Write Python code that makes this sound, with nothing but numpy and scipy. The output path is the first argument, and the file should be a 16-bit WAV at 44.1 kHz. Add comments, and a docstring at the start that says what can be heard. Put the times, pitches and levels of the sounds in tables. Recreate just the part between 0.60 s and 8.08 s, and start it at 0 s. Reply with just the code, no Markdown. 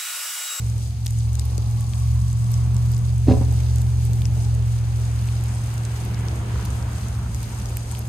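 """A stereo microphone stands on a snowy lot with sleet hissing all round and pellets ticking close by.
From the start a plow truck's eight-cylinder diesel drones, swells and sinks: engine-order lines and a wall echo.
A faint hydraulic whine glides by as the blade begins to drag, as noise through ground chatter resonances.
Then the blade bangs down in a burst of blows that ring its modes and draw a short tail from the lot.
Late on, a car slows on the slushy road: a sinking engine line, surges of spray noise, then scraping swells."""
import sys
import numpy as np
from scipy import signal
from scipy.fft import rfft, irfft, next_fast_len
from scipy.io import wavfile
from scipy.ndimage import uniform_filter1d

SR = 44100
rng = np.random.default_rng(int(sys.argv[2]) if len(sys.argv) > 2 else 0)


def int16_out(signal):
    """Quantize to a 16-bit WAV file."""
    q = np.round(np.clip(np.atleast_2d(signal).T, -1, 1) * 32767)
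    wavfile.write(sys.argv[1], SR, q.astype(np.int16))


N = 329868
TIME = np.arange(N) / SR

# low rumble of exhausts and vehicle bodies, shared by road and car: [f/Hz, relative level/dB per Hz]
RUMBLE_SPECTRUM = [(20, -26), (30, -20), (42, -18), (70, 2.5), (110, -3.5), (150, -7.5), (200, -7),
                   (260, -16.5), (330, -27.5)]
RUMBLE_WIDE_DB = -14  # opposite share re the common share


def undb(db):
    """Decibels to an amplitude factor."""
    return 10 ** (np.asarray(db) / 20)


def unit(x):
    """Scale to rms 1."""
    return x / np.sqrt(np.mean(x ** 2))


def curves(table):
    """Columns of a table, joined by straight lines in time."""
    s, *columns = np.transpose(table)
    return [np.interp(TIME, s, column) for column in columns]


def walk(rate):
    """Random levels held 1 / rate s and slewed twice; spread near 1."""
    hold = int(SR / rate)
    steps = np.repeat(rng.standard_normal(N // hold + 1), hold)
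    return 1.38 * uniform_filter1d(uniform_filter1d(steps, hold), hold)[:N]


def pan(x, db):
    """Place a sound between the ports; db is left minus right."""
    return np.array([x * undb(db / 2), x * undb(-db / 2)])


def wide(common, opposite):
    """Left and right from a part alike at both ports and a part of opposite sign."""
    return np.array([common + opposite, common - opposite])


def ring(x, hz, t60):
    """One decaying mode, struck by x; it falls 60 dB in t60 s."""
    pole = np.exp(2j * np.pi * hz / SR - np.log(1000) / (t60 * SR))
    return signal.lfilter([1], [1, -pole], x).imag


def tone(hz, wobble_db, rate, turn=0.):
    """A sine of rms near 1 whose strength and timing waver."""
    strength = undb(wobble_db * walk(rate))
    turns = np.cumsum(hz) / SR + turn + .012 * wobble_db * walk(rate)
    return np.sqrt(2) * strength * np.sin(2 * np.pi * turns)


def wash(source, spectrum, swell):
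    """Colour a source to a spectrum at rms 1; each octave follows its own swell."""
    size = next_fast_len(N)
    octave = np.log2(np.maximum(np.arange(size // 2 + 1) * SR / size, 1))
    hz, db = np.transpose(spectrum)
    bins = rfft(source, size) * undb(np.interp(octave, np.log2(hz), db, left=-200, right=-200))
    total = np.zeros(N)
    for centre in range(int(np.log2(hz[0])), int(np.log2(hz[-1])) + 2):
        window = np.clip(1 - abs(octave - centre), 0, 1)  # overlapping triangles an octave apart
        total += swell(centre) * irfft(bins * window, size)[:N]
    return unit(total)


def roar(spectrum, wide_db, flicker_db, rate):
    """Noise in a spectrum, flickering by octave, with a share that is opposite at the ports."""
    def flicker(centre):
        """An independent wavering gain for one octave."""
        return undb(flicker_db * walk(rate))

    common = wash(rng.standard_normal(N), spectrum, flicker)
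    opposite = wash(rng.standard_normal(N), spectrum, flicker)
    return wide(common, undb(wide_db) * opposite)


def grains(rate, spread_db, decay_s):
    """Envelope of scattered hits of very unequal size, coming in flurries."""
    hits = rng.random(N) < rate / SR * undb(2.5 * walk(8))
    size = undb(spread_db * np.minimum(rng.exponential(size=N), 3.1))
    pole = np.exp(-1 / (decay_s * SR))
    return signal.lfilter([np.e * (1 - pole)], [1, -2 * pole, pole ** 2], hits * size)


def truck():
    """Locked lines on the orders of the engine cycle beat with their echo; the ports hear them slightly apart."""
    # diesel as it nears and leaves: [t/s, four-stroke cycle f/Hz, firing line level/dB,
    # exhaust-pipe line level/dB, other orders' reference level/dB, right port ahead/ms]
    engine = [(0, 14.33, -24.5, -29, -38, .42), (.7, 14.29, -23.3, -26.5, -35.5, .58),
              (1.02, 14.36, -22, -25.3, -35.7, .58), (1.36, 14.56, -21.2, -25.5, -34.5, .6),
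              (2.3, 14.76, -18.3, -25, -33.2, .63), (2.75, 14.77, -19.6, -20, -32.8, .63),
              (3.15, 14.77, -19.8, -22.3, -33, .63), (3.75, 14.57, -20.2, -24, -33.1, .66),
              (4.3, 14.47, -21.3, -26.8, -33.1, .66), (4.8, 14.46, -22.2, -28.5, -32, .33),
              (5.4, 14.42, -25.1, -33.2, -35.5, .18), (6, 14.35, -26.4, -33.2, -35.2, .04),
              (6.8, 14.35, -28, -34, -36.4, -.1), (7.48, 14.48, -29, -36.7, -39, -.11)]
    # wall echo re the direct sound: [t/s, firing line level/dB, exhaust-pipe line level/dB]
    echo = [(0, -8, -17), (1.301, -13, -5), (2.4, -26, -7), (2.8, -25, -47), (7.48, -60, -40)]
    # lines from unequal cylinders: [multiple of the cycle f]
    uneven_orders = [3, 4, 6, 7, 9, 10, 11, 12, 13, 14, 16]
    # their strengths: [level/dB re the other orders' reference]
    uneven_levels = [-12.5, -15, -7.5, -3.5, -18, -13.5, -18, -20, -15, -23, -25]
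    firing_order, pipe_order = 8, 5
    # the echo travels this much farther, and the detour grows as the truck gathers way
    detour_m, detour_m_s, detour_m_s2 = 14.92, 4.29, 1.75

    cycle, firing_db, pipe_db, other_db, ahead_ms = curves(engine)
    firing = undb(firing_db) * tone(firing_order * cycle, .5, 12)
    pipe = undb(pipe_db) * tone(pipe_order * cycle, .8, 10)
    detour = detour_m + detour_m_s * TIME + detour_m_s2 * TIME ** 2 / 2
    sent = TIME - detour / 343  # when the echo now heard left the truck; sound travels 343 m/s
    sound = np.zeros(N)
    for line, echo_db in zip((firing, pipe), curves(echo)):
        sound += line + (sent > 0) * undb(echo_db) * np.interp(sent, TIME, line)
    for order, db in zip(uneven_orders, uneven_levels):
        sound += undb(other_db + db) * tone(order * cycle, 2.3, 5, rng.random())
    left = np.interp(TIME - ahead_ms / 1000, TIME, sound)
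    return np.array([undb(-.5) * left, sound])


def blade():
    """The blade chatters as it drags, then slams and bounces; the lot answers with a short wide tail."""
    bang = blade_bang()
    return blade_drag() + pan(bang, -2.0) + lot_tail(bang)


def blade_drag():
    """Noise of the slipping edge excites broad resonances of blade on ground."""
    # blade chatter on the ground: [f/Hz, nominal width/Hz, relative level/dB]
    chatter = [(730, 47, -1), (1010, 87, -0.5), (1110, 42, 0.5)]
    from_s, to_s, edge_s = 0.59, 2.52, 0.11
    start_db, rise_db_s = -57.5, 2  # excitation level and its rise per second

    down = np.clip(np.minimum(TIME - from_s, to_s - TIME) / edge_s, 0, 1)
    slip_db = start_db + rise_db_s * (TIME - from_s) + 1.9 * walk(29.96)
    slip = rng.standard_normal((2, N)) * down * undb(slip_db)
    drag = np.zeros((2, N))
    for hz, width, db in chatter:
        evened = np.sqrt(width / SR) * 2.67  # offsets the stronger build-up of narrow modes
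        drag += undb(db) * ring(slip, hz, 2.7 / width) * evened
    return drag


def blade_bang():
    """Each blow pushes the steel and rattles loose parts, ringing blade modes and brief clanks."""
    # blade blows: [t/s, level/dB, rattle time constant/ms, pitch favoured by the struck spot f/Hz,
    # clank level/dB before the common clank trim]
    blows = [(2.672, -25, 5.1, 400, -20), (2.6804, -15, 2.7, 273, -20), (2.6835, -7, 4.6, 273, -19.5),
             (2.694, -18.5, 5, 470, -17), (2.699, -12.5, 6.1, 203, -20), (2.707, -5, 3.8, 130, -20),
             (2.712, -14, 4.6, 433, -18), (2.7189, -12.5, 3, 190, -16), (2.736, -23, 4.3, 560, -27),
             (2.748, -26, 5.4, 520, -25), (2.769, -29, 7.5, 550, -29), (2.811, -20.5, 2.6, 297, -34),
             (2.819, -28.5, 4.9, 704, -32), (2.845, -38, 8, 600, -36), (2.882, -36, 8, 500, -36),
             (2.92, -38, 6.5, 750, -36)]
    # blade and frame modes: [f/Hz, relative level/dB, t60/s]
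    steel_modes = [(94, -5, 0.4), (152, -8, 0.052), (198, 1, 0.069), (266, -1, 0.082), (288, 1, 0.033),
                   (351, -3, 0.042), (427, -3.5, 0.087), (478, 0, 0.041), (551, -5, 0.09),
                   (607, -1.5, 0.02), (696, -3, 0.1), (751, -3, 0.065), (920, -3.5, 0.078),
                   (990, -7.5, .08), (1160, -21, .04), (1430, -19, .03)]
    # pins and chain links: [f/Hz, relative level/dB, t60/s]
    link_modes = [(1750, -8, .008), (2200, -4, .008), (2700, -1, .011), (3300, -5, .007), (3840, -5, .009),
                  (4220, -3, .011), (4900, -4, .008), (6020, -9, .007)]
    spot_db, clank_trim_db = 8, -16  # mode fall per octave from the favoured pitch; trim of all clanks

    bang, t = np.zeros(N), np.arange(SR // 4) / SR
    soft = signal.butter(3, 1650, fs=SR, output="sos")
    noises = rng.standard_normal((len(blows), len(t)))
    for (s, blow_db, rattle_ms, spot_hz, clank_db), noise in zip(blows, noises):
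        # a firm push, longer for a deeper spot, then loose pins and chains rattle
        firm = t * np.exp(-t * spot_hz / .11)
        loose = t * np.exp(-t / (rattle_ms / 1000)) * noise
        loose = loose / np.sqrt(np.sum(loose ** 2))
        push = 0.25 * loose - firm / firm.sum()
        body, clank = np.zeros(len(t)), np.zeros(len(t))
        for hz, db, t60 in steel_modes:
            favoured_db = db - spot_db * abs(np.log2(hz / spot_hz))
            body += undb(favoured_db) * ring(push, hz, t60)
        for hz, db, t60 in link_modes:
            clank += undb(db) * ring(loose, hz, t60)
        blow = undb(blow_db) * signal.sosfilt(soft, body) + undb(clank_trim_db + clank_db) * clank
        bang[int(s * SR):][:len(t)] += blow
    return signal.sosfilt(signal.butter(2, 60, "highpass", fs=SR, output="sos"), bang)


def lot_tail(bang):
    """The lot scatters the bang: decaying noise, independent at each port, convolved with it."""
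    level_db, t60_s, onset_s = -39, 0.43, 0.013
    t = np.arange(SR // 2) / SR
    lot = rng.standard_normal((2, len(t))) * undb(-60 * t / t60_s) * np.clip(t / onset_s, 0, 1)
    return undb(level_db) * signal.fftconvolve(bang[None], lot, axes=1)[:, :N]


def hydraulics():
    """A thin gliding whine from the side: one pitch with a phase offset between the ports."""
    # hydraulic whine: [t/s, f/Hz, level/dB]
    whine = [(.1, 500, -63), (.33, 708, -62), (.5, 805, -67), (.6, 826, -70), (.65, 832, -59),
             (.82, 830, -61), (.88, 830, -70), (.93, 830, -57), (1.05, 828, -55.5), (1.27, 822, -55.5),
             (1.32, 820, -63)]
    hz, db = curves(whine)
    on = (TIME > whine[0][0]) & (TIME < whine[-1][0])
    return on * undb(db) * np.array([tone(hz, 1.5, 20), tone(hz, 1.5, 20, .15)])


def pellets():
    """Pellets hitting close by: millisecond crackles and duller thuds on the microphone's housing."""
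    out = np.zeros((2, N + 2000))
    add_ticks(out)
    add_thuds(out)
    return out[:, :N]


def add_ticks(out):
    """Each hit is a brief burst of noise with its own colour and a faint blur before and after."""
    # close ice pellets: [t/s, reference peak level/dB, brightest f/Hz,
    # left minus right level/dB before each band's share]
    ticks = [(0.181, -34, 6900, -4), (0.463, -18, 7840, -4), (0.467, -18, 4260, 4), (0.48, -24, 6700, 3),
             (0.508, -24, 9500, 2), (0.732, -30, 7300, -8), (0.7544, -24, 7340, 15), (0.791, -30, 6900, -2),
             (0.7955, -24.5, 5230, 22), (0.7965, -21, 8200, 23), (0.8542, -25, 10000, -8),
             (0.9803, -22.5, 6200, 12), (1.2085, -24, 8150, 0), (1.3356, -28.5, 3050, 14),
             (1.73, -28, 6700, 4), (1.919, -25, 11400, 1), (1.9356, -27, 7600, 7), (1.941, -24.5, 5530, 5),
             (2.1458, -30, 8340, -12), (2.1672, -26, 6150, -7), (2.3188, -25, 10300, 2),
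             (2.3474, -29, 6600, -2), (2.3673, -31.5, 5700, 16), (2.3801, -25, 10000, 3),
             (2.4525, -34, 6400, -6), (2.9257, -30.5, 8200, 10), (3.1598, -26, 7600, -8),
             (3.1841, -27.5, 7200, -3), (3.219, -27, 7600, 1), (3.4524, -29.5, 8700, -7),
             (3.534, -23.5, 6500, 6), (3.56, -34, 8100, 0), (3.6101, -34, 7800, -11),
             (3.6197, -29, 3200, 9), (3.62, -32, 9000, 0), (3.6552, -30.5, 2800, 2), (3.6553, -23, 5400, 5),
             (3.95, -29, 7800, -3), (4.188, -29.5, 6200, 2), (4.688, -26, 2330, -2),
             (4.8389, -28, 8200, -6), (5.141, -27.5, 9000, -8), (5.18, -28, 6400, 0),
             (5.2522, -25.5, 6600, -14), (5.4514, -25, 10200, 0), (5.546, -27.5, 4600, 6),
             (5.685, -28.5, 5200, 17), (6.0524, -24, 10500, -2), (6.0547, -29, 4600, 0),
             (6.0594, -25, 7800, -2), (6.227, -32, 5400, 3), (6.4853, -28, 7100, -3),
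             (6.7472, -23, 6900, 8), (6.8303, -25.5, 8100, -3), (6.9311, -31, 6190, -2),
             (7.0581, -27, 5900, 8), (7.1705, -15.5, 12400, 0), (7.171, -28, 2300, 0),
             (7.3145, -20.5, 8300, 15), (7.3223, -26, 8400, 5), (7.35, -27, 10700, 1),
             (7.3514, -28, 2700, 3), (7.392, -22, 11300, 3), (7.4544, -36, 7500, -13)]
    # bands that make up a tick: [low edge f/Hz, high edge f/Hz]
    tick_bands = [(1500, 2300), (2300, 3300), (3300, 4600), (4600, 6200), (6200, 7600), (7600, 9600),
                  (10300, 14000)]
    below_db, above_db = 16, 11  # fall per octave below, per squared octave above the brightest pitch
    most_below_db, most_above_db = 17.5, 27  # limits of those falls
    share_db, patchy_db = 2.5, 7.5  # cut of each band under 10 kHz; random hollows off the brightest pitch
    spreads = (0.61, 0.35, 0.49, 0.84, 1.0, 0.89, 0.55)  # opposite noise in each band
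    pan_shares = (0.35, 0.45, 1.0, 0.89, 0.27, 0.72, .2)  # the highest band is most alike in level

    t, lead = np.arange(2000) / SR, .012  # s; the lead leaves room for the blur ahead of the hit
    shape = np.exp(-((t - lead) / .0007) ** 2) + .12 * np.exp(-abs(t - lead) / .004)
    filters = [signal.butter(2, band, "bandpass", fs=SR, output="sos") for band in tick_bands]
    centres = np.mean(tick_bands, 1)
    crackle = rng.standard_normal((len(ticks), 2, len(t)))
    patchy = rng.standard_normal((len(ticks), len(filters)))
    for (s, peak_db, hz, pan_db), (common, opposite), patch in zip(ticks, crackle, patchy):
        octaves = np.log2(centres / hz)
        fall_below = np.minimum(-below_db * octaves, most_below_db)
        fall_above = np.minimum(above_db * octaves ** 2, most_above_db)
        fall = np.where(octaves < 0, fall_below, fall_above)
        hollow = patchy_db * abs(patch) * np.minimum(abs(octaves) * 4, 1)
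        band_db = peak_db - share_db * (centres < 10000) - hollow - fall
        for sos, db, spread, pan_share in zip(filters, band_db, spreads, pan_shares):
            tick = signal.sosfiltfilt(sos, wide(common, spread * opposite) * shape)
            tick = tick / abs(tick).max(1, keepdims=True)
            tick = tick * undb(pan_share * np.array([[pan_db], [-pan_db]]) / 2)
            out[:, int((s - lead) * SR):][:, :len(t)] += undb(db) * tick


def add_thuds(out):
    """A pellet on the housing gives a short low sine, quick to rise and soon damped."""
    # pellets on the microphone's housing: [t/s, peak level before panning/dB, f/Hz, left minus right level/dB]
    housing_hits = [(0.463, -41, 700, 23), (0.784, -38, 620, 9), (0.919, -29, 400, 5),
                    (0.982, -28.5, 270, 23)]
    t = np.arange(2000) / SR
    for s, db, hz, pan_db in housing_hits:
        thud = np.sin(2 * np.pi * hz * t) * np.exp(-t * hz / 0.17) * (1 - np.exp(-t * hz / 0.54))
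        out[:, int(s * SR):][:, :len(t)] += pan(undb(db) * thud / abs(thud).max(), pan_db)


def car():
    """The firing line sinks as the car slows, with surges of spray and late swells of scraping noise near 950 Hz."""
    # slowing car engine: [t/s, firing f/Hz, firing line level/dB]
    slowing = [(5.1, 73, -52), (5.35, 71.67, -35), (5.75, 69.96, -33), (6.1, 64.5, -31.5), (6.3, 61.3, -34),
               (7.0, 55.05, -36), (7.25, 51.2, -37), (7.48, 49.2, -48)]
    # surges of spray, and late swells of scraping noise: [t/s, spray level/dB, dying away/s, scrape level/dB]
    surges = [(5.40, -37, 0.28, -56), (5.49, -41, 0.14, -49), (5.61, -44, 0.37, -60),
              (5.80, -36.5, 0.16, -46), (5.88, -50, 0.12, -41.5), (5.97, -52, 0.14, -43),
              (6.15, -50, 0.17, -45), (6.28, -46, 0.13, -46), (6.5, -62, 0.28, -49.5),
              (6.87, -49, .3, -48.5), (7.24, -56, 0.21, -46)]
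    # colour of the spray: [f/Hz, relative level/dB per Hz]
    spray_spectrum = [(200, -28), (330, 14), (600, 4.5), (1500, -22), (2600, -34)]
    # colour of the scraping noise: [f/Hz, relative level/dB per Hz]
    scrape_spectrum = [(700, -22), (880, -2), (950, 11.5), (1030, 2), (1300, 4), (1700, -1.5), (2100, -22)]
    rise_s, thump_db, upper_db = 0.035, 8, -9  # thump re spray; upper engine line re firing line

    hz, db = curves(slowing)
    upper = undb(upper_db) * tone(hz * 3 / 2, 3.1, 3.34)  # half again as high as the firing line
    engine = undb(db) * (tone(hz, 1.4, 9) + upper)
    s, spray_db, decay_s, scrape_db = np.transpose(surges)[:, :, None]
    age = np.maximum(TIME - s, 0)
    shape = (1 - np.exp(-age / rise_s)) * np.exp(-age / decay_s)
    # overlapping surges add in power
    spray = np.sqrt(np.sum((undb(spray_db) * shape) ** 2, 0))
    scrape = np.sqrt(np.sum((undb(scrape_db) * shape) ** 2, 0))
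    spatter = unit(1 + 0.56 * grains(120, 3.5, 0.0047)) * roar(spray_spectrum, -24, 1.2, 45)
    thump = undb(thump_db) * roar(RUMBLE_SPECTRUM, RUMBLE_WIDE_DB, 0.52, 4.1)
    scraping = unit(1 + 0.65 * grains(250, 2.8, 0.0022)) * roar(scrape_spectrum, -4, 1.9, 60)
    return pan(engine, -0.47) + spray * (spatter + thump) + scrape * scraping


def road():
    """Rumble is almost alike at both ports; grinding and slush spray spread wider."""
    # road roar: [t/s, exhaust and body rumble level/dB, grinding level/dB, tyres in slush level/dB]
    roar_levels = [(0, -35.5, -51.5, -55), (.42, -39.5, -57.5, -58.5), (.92, -37, -49.5, -55),
                   (1.54, -37, -56.5, -56.5), (2.15, -32, -49, -52.5), (2.62, -37, -52, -54),
                   (2.9, -31.5, -46.5, -51), (3.29, -34.5, -48, -52.5), (3.71, -31, -45.5, -52.5),
                   (4.05, -42, -49, -50.5), (4.56, -38, -48.5, -49), (5.15, -36.5, -46.5, -46.5),
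                   (5.5, -36.5, -45.5, -45), (5.96, -31, -45, -45), (6.3, -33, -46, -46),
                   (6.7, -32, -47.5, -50), (7.05, -35.5, -47, -47.5), (7.48, -34.5, -46, -52.5)]
    # colour of the grinding: [f/Hz, relative level/dB per Hz]
    grind_spectrum = [(200, -26), (270, 0.5), (400, 1), (550, -6.5), (800, -4), (1100, -14.5), (1500, -42)]
    # colour of tyres in slush: [f/Hz, relative level/dB per Hz]
    slush_spectrum = [(500, -1.5), (800, 1), (1300, -0.5), (2000, -4.5), (3000, -7), (4500, -16)]

    rumble_db, grind_db, slush_db = curves(roar_levels)
    rumble = undb(rumble_db) * roar(RUMBLE_SPECTRUM, RUMBLE_WIDE_DB, 1.0, 4.3)
    grind = undb(grind_db) * roar(grind_spectrum, -7, 1, 22)
    slush = undb(slush_db) * roar(slush_spectrum, -0.7, 1.0, 17)
    return rumble + grind + slush


def sleet():
    """Far pellets blur to hiss; nearer ones stand out as millisecond grains, some broad, some in part of the band."""
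    # hiss common to both ports: [f/Hz, relative level/dB per Hz]
    common_spectrum = [(1200, -40), (2220, -2), (3500, -3.5), (5100, 1.6), (5600, -5.5), (6100, 2.5),
                       (7000, 3), (7500, -4.5), (8000, 3), (9000, 0.5), (10600, -8.5), (12900, -5),
                       (13800, -17), (15700, -23)]
    # hiss opposite at the ports: [f/Hz, relative level/dB per Hz]
    opposite_spectrum = [(880, -17), (1500, -20), (2400, -19.5), (6090, -11.5), (6840, -13), (7420, -23),
                         (7770, -10), (8270, -6.5), (11300, -22.5), (12000, -21), (13000, -76)]
    common_db, wide_db = -48, 0.7  # opposite hiss is given re the common hiss

    broad = grains(110, 5.8, 0.0011)
    flurry = undb(1.1 * walk(18))
    swells = []
    for _ in range(3):
        narrow = grains(120, 3.5, 0.0013)
        near = np.sqrt(1 + (0.15 * broad) ** 2 + (0.56 * narrow) ** 2)
        swells.append(flurry * undb(0.89 * walk(14)) * near)

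    def swell(centre):
        """Octaves take the three swells in turn."""
        return swells[centre % 3]

    common = wash(rng.standard_normal(N), common_spectrum, swell)
    opposite = wash(rng.standard_normal(N), opposite_spectrum, swell)
    leaning = undb([[.6], [-.6]])  # a little stronger on the left
    return undb(common_db) * wide(common, undb(wide_db) * opposite) * leaning


def scene():
    """The truck and its blade, close pellets, the car, and the road and sleet behind."""
    return truck() + blade() + hydraulics() + pellets() + car() + road() + sleet()


def record(dry):
    """High-pass at 33 Hz and low-pass at 15.7 kHz over the whole scene."""
    dry = signal.sosfilt(signal.butter(3, 33, "highpass", fs=SR, output="sos"), dry)
    top_hz = 15700
    return signal.sosfilt(signal.ellip(10, .2, 80, top_hz, fs=SR, output="sos"), dry)


dry = scene()
out = record(dry)
int16_out(out)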